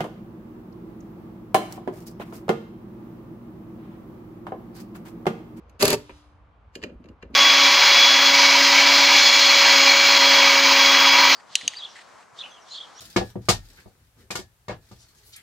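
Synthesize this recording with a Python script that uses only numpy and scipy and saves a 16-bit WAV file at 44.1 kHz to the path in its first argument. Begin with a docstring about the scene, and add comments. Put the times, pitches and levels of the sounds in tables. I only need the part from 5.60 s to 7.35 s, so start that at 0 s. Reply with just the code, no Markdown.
"""Outdoors at an open car door, over low rumble and far traffic, a cordless driver runs a screw into the
door's loudspeaker. The gears grind briefly and force the panel into vibration. The drive bites and slips:
each impact cracks in the metal and excites the door's normal modes, which boom and ring. The motor
coasts, the spindle locks, and the bit ticks and knocks on the next screw as hands bump the door."""
import sys
import numpy as np
from scipy import signal
from scipy.fft import rfft, irfft, next_fast_len
from scipy.io import wavfile
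from scipy.ndimage import map_coordinates

SR = 44100
rng = np.random.default_rng(int(sys.argv[2]) if len(sys.argv) > 2 else 0)


def persist_wave(psi):
    """Save psi, clipped to +-1, as 16-bit WAV."""
    counts = np.round(np.clip(psi, -1, 1) * 32767).astype(np.int16)
    wavfile.write(sys.argv[1], SR, np.atleast_2d(counts).T)


N = 77175


def amp(db):
    return 10 ** (np.asarray(db) / 20)

def unit_rms(x):
    return x / np.sqrt(np.mean(x ** 2) + 1e-20)

def along(points, hz):
    """Interpolation on a logarithmic frequency axis."""
    knots_hz, values = np.transpose(points)
    return np.interp(np.log(hz + 1), np.log(knots_hz + 1), values)

def since(start):
    return np.maximum(np.arange(N) / SR - start, 0)

def sine(start, hz):
    return np.sin(2 * np.pi * hz * since(start))

def fade(start, t60):
    """Exponential decay: unity until start, then down 60 dB every t60 seconds."""
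    return np.exp(-np.log(1000) * since(start) / t60)

def blow(start, attack, t60):
    """Impact envelope: exponential rise and decay, times in seconds."""
    return (1 - np.exp(-since(start) / attack)) * fade(start, t60)

def wobble(rate):
    """Smooth random modulation, rate knots a second."""
    return map_coordinates(rng.standard_normal(N // 8), [np.arange(N) * rate / SR])

def filtered(x, response):
    """Linear filtering: the spectrum times a frequency response."""
    size = next_fast_len(N + SR // 2)
    return irfft(rfft(x, size) * response(np.fft.rfftfreq(size, 1 / SR)), size)[..., :N]

def colour(points, peaks=()):
    """Frequency response: a spectral envelope with resonance peaks on top."""
    def gain(hz):
        lift_db = sum(db / (1 + (2 * (hz - centre) / width) ** 2) for centre, width, db in peaks)
        return amp(along(points, hz) + lift_db)
    return gain

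# Likeness of left and right. Each row: frequency in Hz, correlation.
COHERENCE = [(60, 0.94), (300, 0.96), (640, 0.66), (1400, 0.28), (3000, .4), (12000, .65)]

def noise(gain):
    """Partial coherence: stereo noise of unit rms, nearly mono in the bass and wider above."""
    def mid_side_gain(hz):
        angle = np.arccos(np.clip(along(COHERENCE, hz), -1, 1)) / 2
        return gain(hz) * np.array([np.cos(angle), np.sin(angle)])
    mid, side = filtered(rng.standard_normal((2, N)), mid_side_gain)
    return unit_rms(np.array([mid + side, mid - side]))

# Spectra of the rumble and the traffic. Each row: frequency in Hz, relative level in dB.
RUMBLE = [(15, -46.5), (42, -6), (59, 5.5), (100, -2.5), (200, -27.5), (300, -80)]
TRAFFIC = [(88, -38.5), (150, 2), (334, -8.5), (534, -3), (1170, -1.5), (1830, -13), (2500, -15),
           (16000, -60.5)]

def outdoors():
    """Ambient noise: a steady low rumble and the slowly modulated wash of far traffic."""
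    rumble = amp(-54.5) * noise(colour(RUMBLE))
    traffic = amp(-61.5 + 0.7 * wobble(2)) * noise(colour(TRAFFIC))
    return rumble + traffic

# Spectrum of the straining grip. Each row: frequency in Hz, relative level in dB.
GRIP = [(100, -15), (295, -5), (350, -12.5), (484, -1.5), (620, -13), (6000, -39.5), (12000, -69)]

def grip():
    """Strain noise: the hand bears down on the tool before the run."""
    return amp(-61.5) * fade(0.16, t60=0.2) * noise(colour(GRIP))

# Contacts of the bit with screw and frame. Each row: start in seconds, click level in dB,
# knock level in dB, click brightness in dB per octave, pitch ratio of click and frame.
CONTACTS = [(.0955, -57, -58.5, 10, 0.94), (1.1536, -33, -29, 3, 1.02), (1.2181, -48, -43, -2, 1.07),
            (1.2269, -39, -29.5, -1, 1.07), (1.2365, -28.5, -24.5, -1.5, 1.01),
            (1.297, -48, -36.5, -7.5, 1.01), (1.441, -54.5, -39, -1, .98), (1.457, -56, -46, -2, 0.97),
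            (1.4868, -52, -47, 0, 1.01), (1.6262, -38.5, -31, -5, .99), (1.743, -37, -27, 1.5, 0.95)]
# Spectrum of a click. Each row: frequency in Hz, relative level in dB.
CLICK = [(150, -40), (750, -15), (1050, -5.5), (1400, -9), (1700, -0.5), (2800, 1.5), (3500, -9.5),
         (4300, -3), (4900, -5.5), (5700, -17.5), (6600, -7.5), (7400, -13), (8800, -25.5), (12300, -25.5),
         (15000, -40)]
# Modes of the plastic loudspeaker frame. Each row: frequency in Hz, level in dB relative to the click.
FRAME_MODES = [(1660, -10.5), (2400, -4.5), (2780, -4), (3030, -9.5)]

def bit_ticks():
    """Impact excitation: the bit slides in, clicks and sets the frame's modes ringing."""
    attack = 0.00047
    out = np.zeros((2, N))
    for start, click_db, _, tilt_db, pitch in CONTACTS:
        scrape = amp(-20.5) * np.exp(-np.abs(np.arange(N) / SR - start) / 0.0077)
        click = blow(start, attack, t60=0.024) + amp(-19.5) * blow(start, attack, t60=0.14)
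        hiss = noise(lambda hz: colour(CLICK)(hz / pitch) * amp(tilt_db * np.log2(hz + 1)))
        ring = sum(amp(db + rng.standard_normal()) * sine(start, hz * pitch) for hz, db in FRAME_MODES)
        out += amp(click_db) * ((scrape + click) * hiss + blow(start, attack, t60=0.045) * ring)
    return out

# Spectrum of the door cavity. Each row: frequency in Hz, relative level in dB.
CAVITY = [(60, -25.5), (180, -2), (280, 1.5), (420, -2.5), (580, 1), (750, -29), (1500, -20), (4000, -64)]

def bit_knocks():
    """Cavity resonance: just after each click the bit seats, and the door answers with a hollow knock."""
    lag, attack = 0.007, 0.0009
    out = np.zeros((2, N))
    for start, _, knock_db, *_ in CONTACTS:
        seat = start + lag
        knock = 2 * blow(seat, attack, t60=0.015) * sine(seat, hz=379.4)
        hollow = amp(-13.5) * blow(seat, attack, t60=0.23) * noise(colour(CAVITY))
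        out += amp(knock_db) * (knock + hollow)
    return out

RUN_START_S, RUN_FULL_S, RUN_STOP_S = 0.191, 0.21, 0.3447

def spin_up():
    """Uniform acceleration: a ramp from rest to full speed at 1, then held."""
    return np.minimum(since(RUN_START_S) / (RUN_FULL_S - RUN_START_S), 1)

# Spectrum of the gears. Each row: frequency in Hz, relative level in dB.
GEARS = [(60, -11), (250, -0.5), (700, -13), (1500, -7), (2600, -8), (5000, -9.5), (7500, -14), (8800, -19),
         (10200, -15), (12300, -20), (13400, -25), (15500, -21.5)]
# Resonances of driver, bit and screw. Each row: centre in Hz, width in Hz, lift in dB.
METAL_PEAKS = [(2610, 500, 4.5), (4530, 300, 7.5), (6810, 660, 6), (7790, 400, 8.5), (11600, 660, 3.5)]

def gears():
    """Amplitude modulation: rapid random swings of level roughen the grinding of the gears."""
    run = spin_up() ** 1.6 * fade(RUN_STOP_S, t60=0.046)
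    roughness = amp(1.5 * wobble(700))
    return amp(-25.5) * run * unit_rms(roughness * noise(colour(GEARS, METAL_PEAKS)))

# Modes of the door panel and loudspeaker frame.
# Each row: frequency in Hz, relative level in dB, 60 dB decay time in seconds.
DOOR_MODES = [(121.7, -15, .45), (162.3, -15, 0.46), (244, -10.5, .2), (284.6, -11.5, 0.24),
              (403.2, -1, 0.12), (444.4, -7.5, .1), (540, -12.5, 0.25), (598.3, -3, .08), (778.6, -15, .1),
              (929.7, -12, 0.056), (965.3, -16.5, 0.13), (1172.6, -14.5, 0.058), (2652, -20, .08)]

def shaken_door():
    """Forced vibration: every mode hums while the gears run, then dies at its own rate."""
    hum = np.zeros((2, N))
    for centre, db, t60 in DOOR_MODES:
        band = noise(lambda hz: 1 / (1 + ((hz - centre) * t60 / np.pi) ** 2))
        hum += amp(db) * fade(RUN_STOP_S, t60) * band
    return amp(-30) * spin_up() * blow(RUN_START_S, attack=0.026, t60=np.inf) * hum

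# Spectrum of the motor's whir. Each row: frequency in Hz, relative level in dB.
WHIR = [(600, -32.5), (938, 1), (1100, -7), (1780, -8.5), (3710, -4.5), (10800, -20), (15000, -41.5)]

def motor():
    """Inertia: let go, the motor coasts with a faint whir; the level sags slowly, then the whir dies away."""
    sag_db_per_s = 11.5
    level = amp(-58 - sag_db_per_s * since(RUN_STOP_S))
    return level * spin_up() * fade(0.58, t60=0.63) * noise(colour(WHIR))

STEEL_HZ, DOOR_ATTACK_S = 296, 0.0094

def steel_ring():
    """Light damping: one mode of the door's steel rings on long after the run."""
    return amp(-41.5) * blow(RUN_FULL_S, DOOR_ATTACK_S, t60=1.35) * sine(RUN_FULL_S, STEEL_HZ)

# Slips of the drive. Each row: crack start in seconds, crack level in dB, push on the door in dB,
# lead of the push in seconds, door pitch ratio, push brightness in dB per octave.
SLIPS = [(0.2234, -13.5, -18, .004, 1.01, -2.5), (0.2269, -12, -12, 0.0023, 1.018, -2),
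         (0.253, -10, -24, 0.00052, 1, 0.5), (.2792, -11.5, -24, 0.000013, 1.02, -0.5),
         (0.3026, -12.5, -27.5, 0.0000042, 1.02, -0.5), (0.3291, -15, -13.5, .005, .99, 0.5)]

def door_boom():
    """Modal superposition: each slip pushes the door, which booms and rings; the load shifts its pitch."""
    hold_s, pivot_hz = 0.014, 500  # each slip's own brightness tilts the boom about the pivot
    out = np.zeros(N)
    for crack_start, _, push_db, lead, pitch, tilt_db in SLIPS:
        start = crack_start - lead
        push = blow(start, DOOR_ATTACK_S, t60=np.inf) * fade(start + hold_s, t60=0.058)
        for hz, db, t60 in DOOR_MODES:
            ring = amp(-17.5) * blow(start, DOOR_ATTACK_S, t60)
            level = amp(push_db + db + tilt_db * np.log2(hz / pivot_hz))
            out += level * (push + ring) * sine(start, hz * pitch)
    return out

# Spectra of a slip's crack and snap. 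Each row: frequency in Hz, relative level in dB.
CRACK = [(200, -20.5), (700, -1), (1200, -2), (2500, -2.5), (5000, 0), (7500, -7.5), (8800, -6.5),
         (10200, -5), (12300, -5), (13400, -19), (15500, -9)]
SNAP = [(1000, -20), (5000, -3), (12300, -2), (13400, -14)]

def slip_cracks():
    """Broadband transients: each slip cracks in the metal, with a bright snap at first hard contact."""
    attack, snap_db = 0.0005, -6
    cracks = sum(amp(db) * blow(start, attack, t60=0.027) for start, db, *_ in SLIPS)
    snaps = sum(amp(db + snap_db) * blow(start + attack, attack, t60=0.009) for start, db, *_ in SLIPS)
    return cracks * noise(colour(CRACK, METAL_PEAKS)) + snaps * noise(colour(SNAP))

# Sways of the door. Each row: start in seconds, level in dB.
SWAYS = [(.25, -34), (.355, -40), (.525, -37), (1.355, -32.5), (1.65, -39.5)]

def door_sways():
    """Damped oscillation: the door gives under the hand at one low frequency."""
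    return sum(amp(db) * blow(start, attack=0.0057, t60=0.12) * sine(start, hz=61.04)
               for start, db in SWAYS)

# Spectrum of the spindle's clunk. Each row: frequency in Hz, relative level in dB.
CLUNK = [(150, -14), (420, 0.5), (700, -16), (930, -6), (1150, -16), (2600, -12.5), (4800, -34.5),
         (13000, -46)]

def spindle_lock():
    """A single impact: the spindle locks with a clunk as the motor slows."""
    return amp(-35.5) * blow(0.493, attack=0.00215, t60=0.081) * noise(colour(CLUNK))

# Bumps on the door. Each row: start in seconds, level in dB.
BUMPS = [(1.261, -41.5), (1.319, -43), (1.396, -46), (1.448, -45.5), (1.497, -44.5), (1.699, -41),
         (1.733, -40.5)]
# Spectrum of their thud. Each row: frequency in Hz, relative level in dB.
THUD = [(60, -32), (150, 3), (250, 9), (450, -0.5), (800, -19), (3000, -48.5)]

def door_bumps():
    """Soft impacts: hands and tool excite mainly the door's low frequencies."""
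    envelope = sum(amp(db) * blow(start, attack=0.0029, t60=0.17) for start, db in BUMPS)
    return envelope * noise(colour(THUD))

# Spectrum of the echo's tail. Each row: frequency in Hz, relative level in dB.
ECHO = [(100, 3.5), (300, 1), (1000, -2.5), (3000, -3.5), (12000, -7.5)]

def echo(work):
    """Reflection: car and ground return a faint echo, by convolution with a short decaying tail."""
    tail = noise(colour(ECHO)) * blow(0, attack=0.015, t60=0.24)
    return amp(-20) * signal.fftconvolve(work, tail / np.linalg.norm(tail[0]), axes=1)[:, :N]

# Balance of the two microphone ports. Each row: frequency in Hz, left minus right in dB.
PORT_LEVELS = [(250, -0.14), (600, .5), (1200, 7), (2400, -1), (10000, -1.35)]
# Their phase difference. Each row: frequency in Hz, lead of the left in radians.
PORT_PHASES = [(800, 0), (2300, -2), (3300, 2), (4100, 1.5), (4600, 2.5), (5300, -3), (6600, -1),
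               (7500, -2.5), (9200, -3), (10400, -6), (11500, -4.5), (13000, -9)]

def ports(hz):
    """Stereo response: the two ports differ in level and phase according to frequency."""
    sides = np.array([[0.5], [-0.5]])
    return amp(along(PORT_LEVELS, hz) * sides) * np.exp(1j * along(PORT_PHASES, hz) * sides)

def scene():
    """Superposition: the work and its echo reach both ports, over the ambient noise."""
    work = grip() + bit_ticks() + bit_knocks() + gears() + shaken_door() + motor() + steel_ring()
    work += door_boom() + slip_cracks() + door_sways() + spindle_lock() + door_bumps()
    return outdoors() + filtered(work + echo(work), ports)

def record(dry):
    """Band limiting: a steep low-pass filter removes the highest treble."""
    cutoff_hz = 15900
    return filtered(dry, lambda hz: 1 / np.sqrt(1 + (hz / cutoff_hz) ** 240))


dry = scene()
out = record(dry)
persist_wave(out)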